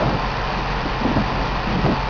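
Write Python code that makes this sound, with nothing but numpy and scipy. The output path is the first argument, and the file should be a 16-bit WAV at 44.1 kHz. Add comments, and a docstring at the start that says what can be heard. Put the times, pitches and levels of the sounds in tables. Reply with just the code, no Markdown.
"""In a demolition pit, an excavator's diesel engine runs steadily while wind gusts buffet the microphone.
The exhaust is a stack of sine waves over filtered-noise rumble; a second low drone beats against it.
Bursts of noise make the block's knocks and ticks, and finer ones make a quick treble chatter.
Gears whine as wavering sines and the fan is a steady rush of noise.
Gusts are low noise with a staggering whistle-like tone, and the strongest add dull slaps of air."""
import sys
import numpy as np
from scipy import signal
from scipy.fft import rfft, irfft
from scipy.io import wavfile
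from scipy.ndimage import uniform_filter1d

SR = 44100
rng = np.random.default_rng(int(sys.argv[2]) if len(sys.argv) > 2 else 0)


def unload_wav(signal):
    """Save mono or channel-first audio to the path in sys.argv[1] as 16-bit WAV at rate SR, clipped to [-1, 1]."""
    wavfile.write(
        sys.argv[1],
        SR,
        np.round(np.clip(np.atleast_2d(signal).T, -1, 1) * 32767).astype(np.int16),
    )


N = 92433  # length in samples, about 2.1 s

FIRING_HZ = 44.74  # how often the engine fires
SHAFT_SWING_DB = 1.5  # knocks and chatter grow and shrink this much over each shaft turn


def undb(db):
    """Turn decibels into a gain."""
    return 10 ** (np.asarray(db) / 20)


def level(x, db):
    """Scale a sound so that its average (rms) level is db."""
    return x * undb(db) / np.sqrt(np.mean(x ** 2))


def noise():
    """White noise: all pitches at once, equally strong."""
    return rng.standard_normal(N)


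def walk(rate):
    """Smooth random drift with an rms of 1; rate is in new values per second."""
    step_len = max(int(SR / rate), 1)
    steps = rng.standard_normal(size=2048)
    path = np.interp(np.arange(N) / step_len, np.arange(len(steps)), steps)
    return level(uniform_filter1d(path, step_len // 2 + 1), 0)


def colour(x, points):
    """Filter a sound through a curve of (f/Hz, gain/dB) points."""
    hz, db = np.array(points, float).T
    f = np.maximum(np.fft.rfftfreq(N, 1 / SR), 1)
    gain = undb(np.interp(np.log(f), np.log(hz), db))
    return irfft(rfft(x) * gain, N)


def tone(hz):
    """A sine wave of rms 1 that follows a pitch curve, starting at a random phase."""
    cycles = np.cumsum(hz) / SR + rng.random()
    return np.sqrt(2) * np.sin(2 * np.pi * cycles)


# Colour of the turbulence at the microphone port: [f as a ratio to the eddy centre, shape/dB]
TURBULENCE_COLOUR = [(.12, -17.5), (.35, -3.5), (.65, -3), (1, -3.5), (1.8, -5.5), (3, -8.5), (5, -24),
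                     (11, -31), (22, -60.5), (32, -64)]


def eddies(centre_hz):
    """Turbulent air at the microphone: noise gathered around a centre frequency, 3 dB below rms 1."""
    points = [(ratio * centre_hz, gain) for ratio, gain in TURBULENCE_COLOUR]
    return level(colour(noise(), points), -3)


# Gusts on the microphone; the gain acts on eddies and vortex together:
# [start t/s, hold t/s, gain/dB, eddy centre f/Hz, vortex level/dB before the gain]
GUST_LIST = [(0.004, 0.026, -19, 480, -3.5), (0.023, 0.083, -18, 290, -6), (0.052, 0.028, -19, 135, 0),
             (0.124, 0.039, -20, 195, -5.5), (0.575, 0.0064, -25.5, 300, -0.5),
             (0.589, .012, -30.5, 160, -2), (0.821, 0.013, -24, 105, -3), (0.853, 0.019, -25, 255, 0),
             (1.011, 0.021, -27.5, 220, 4), (1.048, 0.019, -17, 290, -2.5),
             (1.083, 0.034, -21.5, 280, -0.5), (1.156, 0.036, -16, 185, -3.5),
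             (1.202, 0.017, -22.5, 170, -4.5), (1.295, 0.13, -26, 270, -6), (1.667, 0.039, -24.5, 190, -4),
             (1.724, 0.072, -23.5, 175, -1), (1.835, 0.032, -16, 180, -2.5), (1.871, 0.055, -16, 215, -2.5)]
GUST_ATTACK_S, GUST_RELEASE_S = 0.0098, 0.011  # straight rise; fall to 37 %
VORTEX_WANDER, VORTEX_RATE_HZ = 0.22, 170  # pitch spread (natural log), new values per second


def wind(t):
    """Gusts rise, hold and die away over a light breeze; each sheds a vortex whose pitch staggers."""
    out = undb(-44) * eddies(170)  # the light breeze
    for start, hold, db, hz, vortex_db in GUST_LIST:
        rise = np.clip((t - start) / GUST_ATTACK_S + 1 / 2, 0, 1)  # half-way up at the start time
        fall = np.exp(-np.maximum(t - start - hold, 0) / GUST_RELEASE_S)
        pitch = hz * np.exp(VORTEX_WANDER * walk(VORTEX_RATE_HZ))
        vortex = undb(vortex_db) * tone(pitch)
        out = out + undb(db) * rise * fall * (eddies(hz) + vortex)
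    return out


# Slaps of air where the strongest gusts hit the microphone: [t/s, starting gain/dB, decay t/s]
SLAPS = [(1.167, -14, 0.01), (1.862, -11, 0.0055), (1.9321, -13, 0.0023)]
# Colour of the slaps: [f/Hz, shape/dB]
SLAP_COLOUR = [(150, -14.5), (400, -1), (680, 0.5), (1200, -8), (2200, -22.5), (4500, -23), (6500, -49.5)]


def slaps(t):
    """Dull slaps of air: noise that starts at once and quickly dies away, then is filtered."""
    burst = sum(undb(db) * (t >= start) * np.exp(-np.abs(t - start) / decay)
                for start, db, decay in SLAPS)
    air = noise()
    steady_size = np.std(colour(air, SLAP_COLOUR))
    return colour(burst * air, SLAP_COLOUR) / steady_size


# Colour of the rush from fan and engine bay: [f/Hz, shape/dB]
FAN_COLOUR = [(110, -19.5), (200, -4.5), (290, -6.5), (370, -8.5), (460, -5), (560, -5.5), (700, -6.5),
              (860, -3.5), (1000, -2.5), (1200, -8), (1600, -11.5), (1950, -10.5), (2200, -15), (2430, -12),
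              (2800, -15), (3200, -19.5), (4100, -21.5), (4660, -20), (5300, -35), (6100, -35.5),
              (6850, -53)]


def fan():
    """Cooling air makes a broad rush of noise, slightly restless in level."""
    flicker = undb(0.5 * walk(24.95))
    return level(colour(noise(), FAN_COLOUR) * flicker, -26)


# Wavering gear and pump tones: [f/Hz, level/dB]
WHINE_TONES = [(357, -60), (423, -46), (456, -51.5), (708, -46.5), (753.5, -39.5), (801, -53.5),
               (945, -42.5), (997, -44.5), (1053, -40.5), (1253, -48), (1281, -59.5), (1401, -48),
               (1509, -52.5), (1609, -51), (1737, -48), (1901, -47), (2396, -48)]
WHINE_WANDER, WHINE_FLUTTER_DB = 0.0035, 2.5  # pitch spread (share), level spread
# Strongest gear tone over time: [t/s, level/dB]
MESH_CURVE = [(0, -30), (.3, -41), (.7, -42.5), (.8, -34), (1.45, -36.5), (1.7, -40.5), (2.1, -31)]
MESH_HZ, MESH_WANDER = 871.3, 0.0018  # pitch, pitch spread (share)


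def gears(t, speed):
    """One strong gear tone swells and fades among others that waver in pitch and level."""
    mesh_pitch = MESH_HZ * speed * (1 + MESH_WANDER * walk(30))
    out = tone(mesh_pitch) * undb(np.interp(t, *np.array(MESH_CURVE).T))
    for hz, db in WHINE_TONES:
        pitch = hz * speed * (1 + WHINE_WANDER * walk(30.28))
        flutter = undb(WHINE_FLUTTER_DB * walk(11.47))
        out = out + level(tone(pitch) * flutter, db)
    return out


# Colour of the treble chatter: [f/Hz, shape/dB]
CHATTER_COLOUR = [(800, -15.5), (2000, -4), (2600, 0.5), (3600, -4), (4700, -4), (5700, -6.5), (6500, -20)]
CHATTER_HZ, CHATTER_WANDER = 122.6, 0.012  # ticks per second, rate spread (share)
CHATTER_DECAY_S, CHATTER_SCATTER_DB = 0.0019, 3


def chatter(t):
    """Likely the hydraulic pump: a nearly even train of tiny ticks that swells once per shaft turn."""
    rate = CHATTER_HZ * (1 + CHATTER_WANDER * walk(25))
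    stroke, phase = np.divmod(np.cumsum(rate) / SR, 1)  # which tick, and how far through it
    size_db = CHATTER_SCATTER_DB * rng.standard_normal(size=512)[stroke.astype(int)]
    turn_db = SHAFT_SWING_DB * np.cos(np.pi * FIRING_HZ * t)
    ticks = undb(size_db + turn_db) * np.exp(-phase / (CHATTER_HZ * CHATTER_DECAY_S))
    return level(colour(noise() * ticks, CHATTER_COLOUR), -47)


# Ring of the engine block and its covers: [f/Hz, shape/dB]
BLOCK_RING = [(300, -15), (600, 1), (950, 2.5), (1400, -1.5), (2150, -18), (2450, -8), (3300, -10),
              (4100, -14), (4700, -9), (5500, -15), (6500, -36.5)]


def knocks(times, sizes, decay_s):
    """Each hit is a burst of dying noise, coloured by the ring of the engine block."""
    hits = np.zeros(N)
    np.add.at(hits, (times * SR).astype(int) % N, sizes)
    envelope = signal.lfilter([1], [1, -np.exp(-1 / (decay_s * SR))], hits)
    return colour(noise() * envelope, BLOCK_RING)


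KNOCK_DB, KNOCK_DECAY_S, KNOCK_JITTER_S = -33.5, 0.0033, 0.0017
TICK_DB, TICK_DECAY_S, TICK_SCATTER_DB = -40.5, 0.00048, 5.5


def clatter():
    """Injectors and valves knock three times per firing, harder once per shaft turn; loose parts tick."""
    grid = np.arange(0, N / SR, 1 / (3 * FIRING_HZ))
    late = KNOCK_JITTER_S * rng.standard_normal(len(grid))
    turn_db = SHAFT_SWING_DB * np.cos(np.pi * FIRING_HZ * grid)
    valves = knocks(grid + late, undb(turn_db), KNOCK_DECAY_S)
    tick_times = rng.uniform(0, N / SR, size=220)
    scatter = np.minimum(rng.standard_normal(len(tick_times)), 1)  # no very loud ticks
    ticks = knocks(tick_times, undb(TICK_SCATTER_DB * scatter), TICK_DECAY_S)
    return level(valves, KNOCK_DB) + level(ticks, TICK_DB)


# Colour of the low engine rumble: [f/Hz, shape/dB]
RUMBLE_COLOUR = [(12, -8), (28, -2.5), (42, -3.5), (60, -3.5), (82, -6), (110, -3), (160, -8.5), (210, -7),
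                 (400, -51.5)]


def rumble():
    """The engine's deep rumble, made of low filtered noise."""
    return level(colour(noise(), RUMBLE_COLOUR), -30.5)


def drone(speed):
    """A nearby low tone, close enough in pitch to beat against the lowest exhaust tone."""
    return undb(-38.5) * tone(51 * speed)


# Exhaust tones: [f as a multiple of the firing rate, level/dB]
EXHAUST_TONES = [(1, -29.5), (3, -33), (4, -42), (5, -47)]


def exhaust(speed):
    """Regular firing makes a hum of sine waves at whole multiples of the firing rate."""
    return sum(undb(db) * tone(k * FIRING_HZ * speed) for k, db in EXHAUST_TONES)


def scene():
    """The wind and the running machine together, in mono."""
    t = np.arange(N) / SR
    speed = 1 + 0.00193 * walk(4.04)  # the engine speed drifts by a tiny share
    surroundings = wind(t) + slaps(t)
    machine = fan() + gears(t, speed) + chatter(t) + clatter()
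    engine_lows = rumble() + drone(speed) + exhaust(speed)
    return (surroundings + machine + engine_lows)[None]


def record(dry):
    """The small camera rounds the loudest peaks and cuts the treble above 6600 Hz."""
    ceiling = 0.45
    rounded = ceiling * np.tanh(dry / ceiling)
    treble_cut = signal.ellip(10, 0.2, 85, 6600, fs=SR, output="sos")
    return signal.sosfilt(treble_cut, rounded)


dry = scene()
out = record(dry)
unload_wav(out)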